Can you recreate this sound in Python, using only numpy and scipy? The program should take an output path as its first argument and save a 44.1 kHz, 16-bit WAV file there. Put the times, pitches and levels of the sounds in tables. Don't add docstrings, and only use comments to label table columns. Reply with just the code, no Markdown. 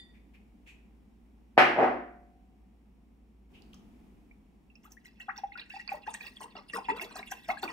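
import sys
import numpy as np
from scipy import signal
from scipy.fft import rfft, irfft, next_fast_len
from scipy.io import wavfile
from scipy.ndimage import uniform_filter1d

SR = 44100
rng = np.random.default_rng(int(sys.argv[2]) if len(sys.argv) > 2 else 0)


def int16_out(signal):
    q = np.round(np.clip(np.atleast_2d(signal).T, -1, 1) * 32767)
    wavfile.write(sys.argv[1], SR, q.astype(np.int16))


N = 340645

# (f/Hz, level/dB per Hz)
NOISE_COLOUR = [(20, -34), (45, -7), (75, -15), (110, -21), (160, -17), (205, -7.5), (390, -21.5),
                (600, -32.5), (730, -27), (1500, -41), (2400, -38.5), (4100, -49.5), (15500, -56.5)]
# (f/Hz, likeness 0-1)
LEFT_RIGHT_LIKENESS = [(100, 0.86), (300, 0.76), (700, 0.18), (1500, 0.12), (4000, 0.1), (15000, 0.71)]
# (t/s, hum level/dB, relative noise level/dB)
BACKGROUND_LEVELS = [(0, -60.5, 3), (3.49, -61.5, 0), (3.52, -62.5, 7), (4.05, -64.5, 6.5), (4.4, -63, 2),
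                     (5.2, -69, 1), (7.7, -75.5, 4.5)]
NOISE_BASE_DB = -65
HUM_HZ = 56.3

# (f/Hz, level/dB, time to fall 60 dB/s)
LID_MODES = [(1933, -50.5, 0.11), (3560, -45, 0.13), (4670, -58, 0.14), (7273, -70.5, 0.16),
             (9100, -64, 0.12)]
# (t/s, length/s, level/dB, centre f/Hz)
SCUFFS = [(0.129, 0.05, -67.5, 2170), (0.331, 0.035, -63, 2360), (0.656, 0.059, -56, 2440),
          (0.662, 0.055, -71.5, 7000), (3.529, 0.055, -61.5, 2715), (3.621, 0.0017, -54.5, 4340),
          (3.731, 0.0052, -55.5, 3130), (3.741, 0.0061, -56.5, 5700), (3.739, .011, -64, 1190)]

# (t/s, relative level/dB, treble limit f/Hz, loss per bounce/dB)
DISH_BLOWS = [(1.571, -19, 1100, 9), (1.5775, 5.5, 2450, 8.5), (1.622, -12, 2600, 9),
              (1.762, -12.5, 762, -2.3), (1.7859, -4, 800, 0.8), (1.8271, 0, 940, 10.5)]
# (f/Hz, relative level/dB, time to fall 60 dB/s)
DISH_MODES = [(135.1, -9.5, 0.69), (250.8, -8.5, 0.67), (314, -15, 0.36), (354.3, -7, 0.74),
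              (371, -9.5, 0.35), (466.3, -7, 0.31), (549, -9.5, 0.22), (584, -15.5, 0.72), (620, -19, 0.27),
              (708, -11.5, 0.93), (756.5, 1.5, .33), (814, -12.5, 0.32), (991, -14.5, 0.46),
              (1235, -6.5, .42), (1505, -9, 0.44), (1759, 2.5, 0.31), (1920, -3.5, 0.45), (2043, -7.5, .65),
              (2240, -8, 0.63), (2480, -4.5, .25)]
# (f/Hz, relative level/dB per Hz)
RING_COLOUR = [(60, -32), (180, -34.5), (260, -6.5), (500, -6), (750, 2.5), (1000, -3.5), (2000, -2),
               (2800, -4), (3600, -12.5), (5500, -12), (6800, -20.5), (14000, -11)]
# (f/Hz, time to fall 60 dB/s)
RING_DECAY = [(150, 0.72), (700, 0.48), (1800, 0.6), (3000, 0.49), (6000, 0.41), (14000, 0.35)]
BOUNCE_S, BOUNCE_RATIO = 0.0105, 0.78

# (t/s, f/Hz, peak level/dB, glide/octaves per s)
BUBBLES = [(4.311, 2256, -53, 15), (4.701, 2700, -61.5, -2), (4.754, 2540, -59, 27),
           (4.755, 5340, -51.5, -18), (4.851, 1223, -50, 19), (4.92, 5830, -43.5, -8),
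           (4.968, 1790, -52.5, 28.5), (5.055, 2076, -50, 4), (5.201, 1900, -45.5, -4.5),
           (5.282, 794, -35, 7.5), (5.282, 1530, -36.5, 58.5), (5.289, 1272, -32.5, 50),
           (5.3779, 5610, -34, -12), (5.382, 860, -41, -17), (5.435, 801, -28, 3.5), (5.52, 2080, -43, -3),
           (5.5542, 1406, -38.5, 12), (5.596, 3900, -37, 14), (5.702, 2650, -44, 26.5),
           (5.7383, 789, -42, -2), (5.763, 839, -39, -7), (5.7964, 1930, -41, -13),
           (5.8768, 4600, -32.5, -2), (5.8914, 2390, -31, -12), (5.917, 797, -29, 2.5),
           (5.9364, 599, -39.5, 2), (6.0657, 1660, -43, 29), (6.0753, 853, -32, 13.5),
           (6.1413, 8200, -30.5, -16), (6.146, 1790, -38, 11), (6.208, 2414, -39, 8),
           (6.2656, 2670, -41.5, -8), (6.368, 3340, -45.5, -7), (6.5656, 2800, -44, 11),
           (6.698, 2820, -43, 2), (6.7339, 1830, -35.5, 19), (6.749, 450, -39.5, -12),
           (6.785, 1000, -39, 5.5), (6.8851, 922, -24.5, 3.5), (6.8993, 2020, -32.5, 8),
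           (6.8966, 947, -24, -13), (6.9082, 405, -35, 10), (6.996, 2200, -32.5, 4),
           (7.0132, 2680, -38, 15), (7.0118, 363, -42, 12), (7.162, 1275, -40, -3),
           (7.2285, 2210, -37.5, -1), (7.314, 5780, -38, 47), (7.319, 1590, -36.5, -18),
           (7.4892, 708, -25, 8), (7.4905, 1287, -35.5, 22), (7.5004, 2123, -26.5, 10.5),
           (7.57, 1626, -39.5, 16), (7.6285, 836, -30.5, -22), (7.629, 372, -34.5, -12),
           (7.6313, 3680, -36, -6), (7.661, 359, -42, -13), (7.6777, 2370, -34, -2)]
# (t/s, length/s, slosh level/dB, spray level/dB, fizz level/dB)
GUSHES = [(4.835, 0.027, -64.5, -65, -67), (4.909, 0.021, -68.5, -72, -61.5),
          (5.047, 0.023, -73, -58.5, -66.5), (5.199, 0.016, -63, -48.5, -65),
          (5.359, 0.031, -61.5, -52, -70), (5.572, 0.043, -59, -46.5, -77), (5.696, 0.076, -75, -54, -71.5),
          (5.791, 0.017, -73, -47.5, -67), (5.9, 0.07, -49, -58, -65), (6.065, 0.018, -45.5, -49.5, -66),
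          (6.14, 0.005, -57, -44, -42.5), (6.206, .08, -59, -51, -65), (6.404, 0.035, -43.5, -52, -56),
          (6.551, 0.039, -46.5, -54, -78), (6.731, 0.044, -35.5, -46.5, -53),
          (6.886, 0.018, -36, -41.5, -60.5), (6.958, .03, -45, -51.5, -71), (7.009, .035, -45, -45, -52.5),
          (7.103, 0.015, -49, -54, -86), (7.156, .035, -43, -45.5, -53), (7.31, 0.012, -37.5, -41, -46),
          (7.481, 0.031, -34, -47.5, -57.5), (7.623, 0.022, -36.5, -41.5, -52),
          (7.677, 0.036, -44, -47.5, -65.5)]
# (f/Hz, relative level/dB)
DROPLET_COLOUR = [(190, -4.5), (380, -3.5), (550, -6), (850, 3.5), (1400, -4), (2700, -6), (3200, -12.5),
                  (4600, -10), (6000, -14), (8500, -12.5), (11000, -26), (14500, -16.5)]
# (t/s, tilt 0-1)
CARTON_TILT = [(5.4, 0.14), (5.75, 0.85)]
# (t/s, f/Hz)
CUP_AIR_NOTE = [(5.2, 770), (5.8, 828), (6.3, 830), (6.9, 975), (7.701, 1000)]
# (f/Hz, width/Hz, level/dB)
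CUP_CROSS_MODES = [(1472, 19, -3.5), (1940, 69, 4.5), (2124, 38, -6), (2513, 38, 2.5), (2658, 36, 11),
                   (2770, 76, 2.5), (3400, 160, 5), (4650, 36, -1), (6300, 54, 0.5), (8940, 84, 1)]
# (f/Hz, left lead/radians)
CUP_PHASE = [(300, 0.5), (780, .5), (950, 1.5), (1620, 1), (1950, -1.7), (2400, -2), (2750, -5), (4700, -5),
             (8000, -5.5)]
# (f/Hz, left minus right level/dB)
CUP_BALANCE = [(400, 1), (900, 2.5), (1750, 7.5), (2500, -9.5), (3300, 0.5), (5000, -4), (8000, -2),
               (15000, 2)]
SWELL_CYCLES = 4.3
CLIMB_GLIDE = 32
LEAD_S, LEAD_WIDTH_S = 0.036, 0.012
THICKEN_S, TONGUE_SCATTER = 0.07, 0.46
SLAP_S = 0.012

EDGE_HZ = 15800


def amp(db):
    return 10 ** (np.asarray(db) / 20)


def unit(x):
    return x / np.sqrt(np.mean(x ** 2) + 1e-20)


def read(points, hz):
    f, value = np.transpose(points)
    return np.interp(np.log(hz + 1), np.log(f), value)


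def follow(points, t):
    return np.interp(t, *np.transpose(points))


def add(mix, s, sound):
    part = mix[..., max(round(s * SR), 0):][..., :sound.shape[-1]]
    part += sound[..., :part.shape[-1]]


def shape(x, response):
    size = next_fast_len(x.shape[-1] + 4096)
    spectrum = rfft(x, size) * response(np.fft.rfftfreq(size, 1 / SR))
    return irfft(spectrum, size)[..., :x.shape[-1]]


def diffuse(size):
    a, b = rng.standard_normal((2, size))
    same = lambda hz: np.clip(read(LEFT_RIGHT_LIKENESS, hz), -1, 1)
    mid = shape(a, lambda hz: np.sqrt((1 + same(hz)) / 2))
    side = shape(b, lambda hz: np.sqrt((1 - same(hz)) / 2))
    return np.array([mid + side, mid - side])


def tail(colour, t60, size=SR):
    hz, t, z = signal.stft(diffuse(size), SR, nperseg=512)
    fade_db = -60 * t / read(t60, hz)[:, None]
    z = z * amp(read(colour, hz)[:, None] + fade_db)
    return unit(signal.istft(z, SR)[1][:, :size]) / np.sqrt(size)


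def background(room_noise_db=1, whine_hz=5523, whine_db=-98):
    s, hum_db, noise_db = np.transpose(BACKGROUND_LEVELS)
    t = np.arange(N) / SR
    waver = 1 + 0.1 * unit(shape(rng.standard_normal(N), lambda hz: np.exp(-hz / 5)))
    hum = amp(np.interp(t, s, hum_db)) * np.sqrt(2) * waver * np.sin(2 * np.pi * HUM_HZ * t)
    noise = shape(diffuse(N), lambda hz: amp(read(NOISE_COLOUR, hz)))
    noise /= np.std(shape(noise, lambda hz: hz > 80))
    noise_gain = amp(NOISE_BASE_DB + room_noise_db + np.interp(t, s, noise_db))
    whine = amp(whine_db) * np.sin(2 * np.pi * whine_hz * t)
    return hum + whine + noise_gain * noise


def handling(sharpness=4.3, skirt=0.0025, lag_turns=0.28, room_db=-4):
    t, out = np.arange(SR) / SR, np.zeros((2, N))
    for s, length, db, centre_hz in SCUFFS:
        def band(hz):
            peak = 1 / (1 + (sharpness * np.log2((hz + 1) / centre_hz)) ** 2)
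            return (hz > 600) * skirt / np.sqrt(length) + peak
        u = t / length * 2
        add(out, s, amp(db) * unit(shape(diffuse(SR), band)) * (u * np.exp(1 - u)) ** 2)
    lag = np.array([[0], [lag_turns]])
    for hz, db, t60 in LID_MODES:
        fade = amp(db - 60 * t / t60) * np.minimum(t / 0.00047, 1)
        add(out, 0, fade * np.sin(2 * np.pi * (hz * t + lag)))
    room = tail([(300, -2.0), (12000, -3.5)], RING_DECAY)
    return out + amp(room_db) * signal.fftconvolve(out, room, axes=1)[:, :N]


def bounces(count=5):
    for s, db, corner_hz, loss_db in DISH_BLOWS:
        for k in range(count):
            yield s, db - k * loss_db, corner_hz
            s += BOUNCE_S * BOUNCE_RATIO ** k


def dish(knock_db=-8, knock_hz=720, knock_s=0.0011, modes_db=-27, after_db=-37, after_t60=1.76,
         ring_db=15.0, build_s=0.0028):
    t, out = np.arange(SR) / SR, np.zeros((2, N))
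    knock_shape = t / knock_s * np.exp(1 - t / knock_s)
    knock = amp(knock_db) * knock_shape * np.sin(-2 * np.pi * knock_hz * t)
    body = np.zeros((2, SR))
    for hz, db, t60 in DISH_MODES:
        fade = amp(-60 * t / t60) + amp(after_db - 60 * t / after_t60 * max(hz / 1100, 1))
        lag = np.array([[1], [-1]]) * min(hz / 1500, 1) * rng.uniform(0.59, 0.95)
        body += amp(modes_db + db) * fade * np.sin(2 * np.pi * hz * t + lag)
    for s, db, corner_hz in bounces():
        ring = amp(ring_db) * tail(RING_COLOUR, RING_DECAY) * (1 - np.exp(-t / build_s))
        soften = signal.butter(2, min(corner_hz, SR / 3), fs=SR, output="sos")
        add(out, s, amp(db) * signal.sosfilt(soften, knock + body + ring))
    return signal.sosfilt(signal.butter(4, 150, "high", fs=SR, output="sos"), out)


def bubble(hz, swell_s, glide):
    t = np.arange(0, 7 * swell_s, 1 / SR)
    u, octaves = t / swell_s, glide * (t - swell_s)
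    alive = np.exp(-(np.maximum(octaves, 0) / 0.8) ** 4)
    swell = (u * np.exp(1 - u)) ** 1.5
    return alive * swell * np.sin(2 * np.pi * np.cumsum(hz * 2 ** octaves) / SR)


def swarm(low_hz, high_hz, levels_db, per_s, swell_s, spread_db, linger_s, trickle_db, lead_db,
          trickle_s=0.19, favour_db=4, count=48):
    pitches, out = np.geomspace(low_hz, high_hz, count), np.zeros(N)
    grains = []
    for hz in pitches:
        grain_swell_s = swell_s * rng.uniform(0.5, 1.5) * np.sqrt(low_hz / hz)
        g = bubble(hz, grain_swell_s, rng.uniform(-8, 18))
        grains.append(unit(g) / np.sqrt(len(g)) * np.sqrt(hz) * amp(read(DROPLET_COLOUR, hz)))
    t = np.arange(-SR // 14, SR // 4) / SR
    tongue = amp(lead_db) * np.exp(-((t + LEAD_S) / LEAD_WIDTH_S) ** 2)
    trickle = amp(trickle_db) * np.exp(np.minimum(t, 0) / 0.016 - np.maximum(t, 0) / trickle_s)
    for (s, length, *_), db in zip(GUSHES, levels_db):
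        chance, size, kind = rng.random((3, len(t)))
        early_kind = np.clip(-t / THICKEN_S + TONGUE_SCATTER * (kind - 0.5), 0, 1)
        kind = np.where(t < 0, early_kind, kind)
        bulk = np.exp(np.minimum(t, 0) / 0.0035 - np.maximum(t - length, 0) / linger_s)
        flow = follow(CARTON_TILT, s) * tongue + bulk + trickle
        favoured = amp(favour_db * unit(uniform_filter1d(rng.standard_normal(count), size=5)))
        strength = flow * amp(spread_db * np.minimum(-np.log(size), 4.5))
        gush = np.zeros(len(t))
        for i in np.flatnonzero(chance < per_s / SR):
            k = round(kind[i] * (count - 1))
            add(gush, i / SR, strength[i] * favoured[k] * grains[k])
        add(out, s + t[0], amp(db) * unit(gush) * np.sqrt(length * SR / len(t)))
    return out


def resonate(x, hz, width):
    turn = np.exp(2j * np.pi * np.cumsum(hz * np.ones(N)) / SR)
    r = np.exp(-np.pi * width / SR)
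    return 2 * (turn * signal.lfilter([1 - r], [1, -r], x / turn + 1e-18)).real


def ports(hz):
    side = np.array([[0.5], [-0.5]])
    gain = amp(side * read(CUP_BALANCE, hz))
    return gain / np.sqrt((gain ** 2).mean(0)) * np.exp(1j * side * read(CUP_PHASE, hz))


def table_echoes(x, echo_db=-12, count=4):
    out = np.zeros_like(x)
    for delay_s in rng.uniform(0.00103, 0.0077, count):
        add(out, delay_s, amp(echo_db) * x)
    return shape(out, lambda hz: hz / (hz + 2000))


def pour(bubbles_db=0.0, slosh_db=-2, spray_db=-3, fizz_db=-1, air_db=-8, air_width=26, slap_db=-7,
         room_db=-10):
    liquid, slaps = np.zeros((2, N))
    slap_fade = np.exp(-np.arange(SR // 10) / SR / SLAP_S)
    for s, hz, db, glide in BUBBLES:
        swell_s = SWELL_CYCLES / hz * (1 + max(glide, 0) / CLIMB_GLIDE)
        add(liquid, s, amp(db + bubbles_db) * bubble(hz, swell_s, glide))
        slap = rng.standard_normal(len(slap_fade)) * slap_fade
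        add(slaps, s, follow(CARTON_TILT, s) * amp(db + slap_db) * slap)
    slap_colour = [(400, -9.0), (2500, 9.5), (9000, -66)]
    liquid += shape(slaps, lambda hz: amp(read(DROPLET_COLOUR, hz) + read(slap_colour, hz)))

    _, _, slosh, spray, fizz = np.transpose(GUSHES)
    liquid += swarm(200, 1450, slosh + slosh_db, per_s=700, swell_s=0.0084, spread_db=3,
                    linger_s=0.016, trickle_db=-22, lead_db=-41.5)
    liquid += swarm(1500, 5900, spray + spray_db, per_s=1100, swell_s=0.0042, spread_db=3,
                    linger_s=0.006, trickle_db=-13.5, lead_db=-3)
    liquid += swarm(5280, 15500, fizz + fizz_db, per_s=3000, swell_s=0.0004, spread_db=5,
                    linger_s=0.0081, trickle_db=-24.5, lead_db=-11)

    air_hz = follow(CUP_AIR_NOTE, np.arange(N) / SR)
    cup = liquid + amp(air_db) * resonate(liquid, air_hz, air_width)
    for hz, width, db in CUP_CROSS_MODES:
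        cup += amp(db) * resonate(liquid, hz, width)
    room = tail([(200, -5.0), (800, -5.5), (2500, -9), (6000, -9.5), (14000, -7.0)],
                [(300, 0.27), (2500, 0.26), (12000, 0.21)])
    near = shape(cup, ports) + np.array([table_echoes(cup), table_echoes(cup)])
    return near + amp(room_db) * signal.fftconvolve(cup[None], room, axes=1)[:, :N]


def scene():
    return background() + handling() + dish() + pour()


def record(dry):
    low_pass = signal.firwin(511, EDGE_HZ, window=("kaiser", 9), fs=SR)
    return signal.oaconvolve(dry, low_pass[None], "same")


dry = scene()
out = record(dry)
int16_out(out)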